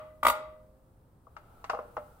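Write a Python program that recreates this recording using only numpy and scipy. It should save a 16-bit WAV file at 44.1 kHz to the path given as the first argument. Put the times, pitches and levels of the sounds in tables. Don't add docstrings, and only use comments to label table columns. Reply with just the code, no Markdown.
import sys
import numpy as np
from scipy import signal
from scipy.fft import rfft, irfft, next_fast_len
from scipy.io import wavfile

SR = 44100
rng = np.random.default_rng(int(sys.argv[2]) if len(sys.argv) > 2 else 0)


def digitize_waveform(pressure):
    field = np.atleast_2d(pressure).T
    bounded = np.clip(field, -1, 1)
    quanta = np.round(bounded * 32767).astype(np.int16)
    wavfile.write(sys.argv[1], SR, quanta)


N = 97020
PRE, SHORT = SR // 2, SR // 4
T = np.arange(SR) / SR
SIDES = np.array([[.5], [-.5]])
STEEL_RISE_S = 0.011


def amp(db):
    return 10 ** (np.asarray(db) / 20)


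def along(points, hz):
    freqs, values = np.transpose(points)
    return np.interp(np.log(hz + 1), np.log(freqs + 1), values)


def level(points):
    return amp(np.interp(np.arange(N) / SR, *np.transpose(points)))


def filtered(x, response):
    n = x.shape[-1]
    padded = next_fast_len(n + 8192)
    return irfft(rfft(x, padded) * response(np.fft.rfftfreq(padded, 1 / SR)), padded)[..., :n]


def noise(colour, size):
    # f/Hz, likeness (1 = the same)
    alike = [(60, 0.99), (500, 0.79), (1200, 0.12), (2200, 0.22), (4000, 0.32), (8000, -0.2), (15000, 0)]

    def mid_and_side(hz):
        angle = np.arccos(np.clip(along(alike, hz), -1, 1)) / 2
        return amp(colour(hz)) * [np.cos(angle), np.sin(angle)]
    mid, side = filtered(rng.standard_normal((2, size)), mid_and_side)
    stereo = np.array([mid + side, mid - side])
    return stereo / np.sqrt(np.mean(stereo ** 2) + 1e-20)


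def swell(rise_s, fade_s):
    return (1 - np.exp(-(T / rise_s) ** 2)) * np.exp(-np.log(1000) * T / fade_s)


def ring(tones, rise_s):
    return sum(amp(db) * swell(rise_s, fade_s) * np.sin(2 * np.pi * hz * T) for hz, db, fade_s in tones)


def puff(colour, rise_s, fade_s):
    return swell(rise_s, fade_s)[:SHORT] * noise(colour, SHORT)


def add(track, s, sound):
    part = track[:, PRE + round(s * SR):][:, :sound.shape[-1]]
    part += sound[..., :part.shape[-1]]


def lingering(tones, blows):
    t, out = np.arange(PRE + N) / SR, np.zeros(PRE + N)
    for hz, db, fade_s in tones:
        energy, one_blow = np.zeros((1, PRE + N)), swell(STEEL_RISE_S, fade_s) ** 2
        for s, blow_db in blows:
            add(energy, s, amp(db + blow_db) ** 2 * one_blow)
        strength = energy[0] / np.sqrt(energy[0] + amp(-60) ** 2)
        out += strength * np.sin(2 * np.pi * hz * t)
    return out


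def injector():
    pop_times = (-.16, .2296, .24855, .26565, .2812, .2968)
    # clack/dB, spray/dB, closing clack over opening clack/dB
    pops = [(-2, -15.5, -7.5), (-11.5, -30.5, -7), (-10.5, -24, 3.5), (-2.5, -16, -15.5), (-11, -19, -11.5),
            (-15, -21, 5)]
    # f/Hz, level/dB, fade/s
    clack_tones = [(63.1, -36, 0.12), (242, -36.5, 0.19), (638, -9, 0.018), (971, -9, 0.037),
                   (1213, 7, .012), (1397, -15.5, .022), (1981, -14.5, 0.028), (2285, -19, .028),
                   (2950, -27.5, .022), (3302, -24.5, 0.048)]
    # f/Hz, level/dB
    spray = [(30, -9), (62, 7.5), (110, 3.5), (250, 1), (380, -5.5), (600, 18), (1200, 0.5), (1700, 4.5),
             (2300, 11), (3300, 4.5), (4300, -1.5), (5000, -3), (6500, -8.5), (9000, -12), (12000, -7.5),
             (14800, -10), (16000, -6.5)]
    # f/Hz, width/Hz, level/dB
    nozzle = [(3764, 60.6, 1), (4730, 80, -6), (6930, 130, -7.5), (8120, 300, -6.5), (8750, 70, -6.5),
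              (9980, 84, 0.5), (10900, 59, -5), (11700, 94, -1), (12150, 150, -2), (13000, 60, -6.5),
              (13680, 74, -3.5), (15300, 150, -4)]
    steel_hz = (521, 619.5, 840, 956, 1083, 1165, 1221, 1285, 1406, 1857, 1992, 2445, 2643)
    # level/dB, fade/s
    steel = [(-53, 2.7), (-29.5, 0.88), (-32, .45), (-32, 0.25), (-44.5, 0.78), (-50, 0.75), (-29, 0.35),
             (-40.5, 0.7), (-24.5, 0.31), (-48, 0.6), (-44.5, 0.25), (-46.5, 0.28), (-46, 0.19)]

    def whistle(hz):
        power = sum(amp(db) ** 2 / (1 + (2 * (hz - peak) / width) ** 2) for peak, width, db in nozzle)
        return 10 * np.log10(power)
    track, blows = np.zeros((2, PRE + N)), []
    clack, open_s = ring(clack_tones, rise_s=0.0017), 0.003423
    for s, (clack_db, spray_db, closing_db) in zip(pop_times, pops):
        add(track, s, amp(clack_db) * clack)
        add(track, s + open_s, amp(clack_db + closing_db) * clack)
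        add(track, s, amp(spray_db) * puff(lambda hz: along(spray, hz), rise_s=.0026, fade_s=.04))
        add(track, s, amp(spray_db - 10) * puff(whistle, rise_s=.002, fade_s=0.094))
        blows.append((s, clack_db))
    steel_tones = [(hz, db, fade_s) for hz, (db, fade_s) in zip(steel_hz, steel)]
    return workshop(track, echo_db=-8.5) + lingering(steel_tones, blows)


def workshop(x, echo_db):
    # f/Hz, fade/s
    fades = [(100, 3), (600, 0.42), (1300, 0.547), (2500, .48), (4500, 0.4), (8000, 0.3), (15000, 0.17)]
    # f/Hz, level/dB
    colour = [(100, -0.5), (600, -1.5), (1200, -3), (2500, -2.5), (6000, -3.5), (15000, -4.5)]
    hz, t, spectrum = signal.stft(noise(np.zeros_like, SR), SR, nperseg=256)
    fade_s = along(fades, hz)[:, None]
    fall = np.exp(-np.log(1000) * t / fade_s)
    fall *= np.sqrt(2 * np.log(1000) / (fade_s * SR))
    tail = signal.istft(spectrum * fall * amp(along(colour, hz))[:, None], SR)[1][:, :SR]
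    tail *= 1 - np.exp(-(T / .008) ** 2)
    return x + amp(echo_db) * signal.fftconvolve(x, tail, axes=1)[:, :x.shape[-1]]


def room_noise():
    # f/Hz, level/dB
    hum_tones = [(50, -81.5), (113, -78.5), (522, -81)]
    # f/Hz, level/dB
    rumble_colour = [(25, -10), (45, 1), (70, 0.5), (125, -2.5), (170, -8.5), (250, -12.5), (360, -15.5),
                     (520, -17.5), (750, -19), (1300, -24.5), (2300, -41), (6000, -50), (9000, -69)]
    # f/Hz, level/dB
    hiss_colour = [(1000, -11.5), (4000, -6.5), (6500, -8), (8700, 0), (11000, -3.5), (15500, 0)]
    # t/s, level/dB
    hiss_level = [(0, -73.5), (.7, -76.5), (1.2, -78.5), (1.6, -70), (1.85, -70), (2.05, -67.5),
                  (2.2, -69.5)]
    t = np.arange(N) / SR
    hum = sum(amp(db) * np.sqrt(2) * np.sin(2 * np.pi * (hz * t + rng.random())) for hz, db in hum_tones)
    rumble = amp(-60.5) * noise(lambda hz: along(rumble_colour, hz), N)
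    hiss = level(hiss_level) * noise(lambda hz: along(hiss_colour, hz), N)
    return hum + rumble + hiss


def rubbing():
    # t/s, level/dB
    loudness = [(0, -92), (1.2, -85.5), (1.42, -62), (1.55, -59.5), (1.9, -60.5), (2.2, -63.5)]
    # f/Hz, level/dB
    colour = [(70, 7.5), (150, 0), (250, -0.5), (400, -4), (850, 1), (1050, -10.5), (1350, 4.5),
              (1700, -19.5), (3000, -20.5), (7000, -37.5), (16000, -46.5)]
    return level(loudness) * noise(lambda hz: along(colour, hz), N)


def knocks():
    # t/s, level/dB, bass/dB, treble slope/(dB per octave), left minus right/dB, long ring/dB
    blows = [(1.2690, -47.5, -2, -30, 3.5, -55), (1.3655, -37, -16.5, -2.5, 2, -43),
             (1.6413, -33, -9, 0, 0.5, -52), (1.6950, -29.5, -13, -5, 5, -42),
             (1.6971, -20.5, -9, -2, 2.5, -24.5), (1.7322, -29.5, 4.5, -25, -0.5, -44),
             (1.7385, -41.5, 14.5, -23, 6, -42), (1.7470, -33.5, 7.5, -5, 0, -37),
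             (1.7705, -37, 0, -17, 5, -39), (1.7887, -31, 7, -9.5, 1, -26), (1.8530, -67, 28, -31, 0, -61),
             (1.9672, -27.5, -1, -6, 0, -24.5), (1.9765, -38, 6, -10.5, -3.5, -33)]
    # f/Hz, level/dB, fade/s
    base_tones = [(487, -11, 0.075), (641.4, -2.5, 0.057), (799, -6.5, 0.076), (947, -11, 0.05),
                  (1196, -1.5, 0.026), (1300, -7, 0.064), (1417, -16.5, 0.063), (2060, -16.5, 0.065),
                  (2795, -16.5, 0.05), (4720, -23, 0.051), (5900, -20, 0.037)]
    # f/Hz, level/dB, fade/s
    long_tones = [(248, -33.5, 0.68), (599.4, -12, 0.31), (1213, -24.5, 0.18), (1390, -40, 0.083),
                  (2850, -32, 0.092)]
    # f/Hz, level/dB
    contact = [(100, -24), (250, -23), (350, -25), (520, -2.5), (1250, -1), (1650, -12), (2200, -18),
               (3300, -25), (4600, -25.5), (7000, -31), (10000, -40), (16000, -48)]
    # f/Hz, level/dB
    parts = [(200, -32), (550, 2.5), (1300, 5.5), (1700, 2.5), (2800, -4), (5000, -14), (12500, -15.5),
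             (16000, -29)]
    rise_s, bass_hz, treble_hz = 0.0011, 725, 1140
    track, base = np.zeros((2, PRE + N)), ring(base_tones, rise_s)[:SHORT]
    for s, db, bass_db, slope_db, pan_db, _ in blows:
        def tone(hz):
            bass = bass_db / (1 + (hz / bass_hz) ** 6)
            treble = slope_db * np.log2(np.maximum(hz / treble_hz, 1))
            return amp(db + bass + treble)
        crunch = amp(1) * puff(lambda hz: along(contact, hz), rise_s, fade_s=.045)
        rattle = amp(-17) * puff(lambda hz: along(parts, hz), STEEL_RISE_S, fade_s=.16)
        add(track, s, amp(pan_db * SIDES) * filtered(base + crunch + rattle, tone))
    ring_levels = [(s, ring_db) for s, *_, ring_db in blows]
    return workshop(track, echo_db=-9) + lingering(long_tones, ring_levels)


def off_centre(x):
    # f/Hz, left minus right/dB
    leaning = [(60, 2.5), (600, -1.5), (1250, 4.5), (2400, -1), (4400, 3.45), (8000, -0.6), (13000, 2)]
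    delay_s = .0001 * SIDES
    return filtered(x, lambda hz: amp(along(leaning, hz) * SIDES) * np.exp(-2j * np.pi * hz * delay_s))


def scene():
    return off_centre(injector() + knocks())[:, PRE:] + room_noise() + rubbing()


def record(dry):
    top_hz = 15900
    return filtered(dry, lambda hz: 1 / (1 + (hz / top_hz) ** 160))


dry = scene()
out = record(dry)
digitize_waveform(out)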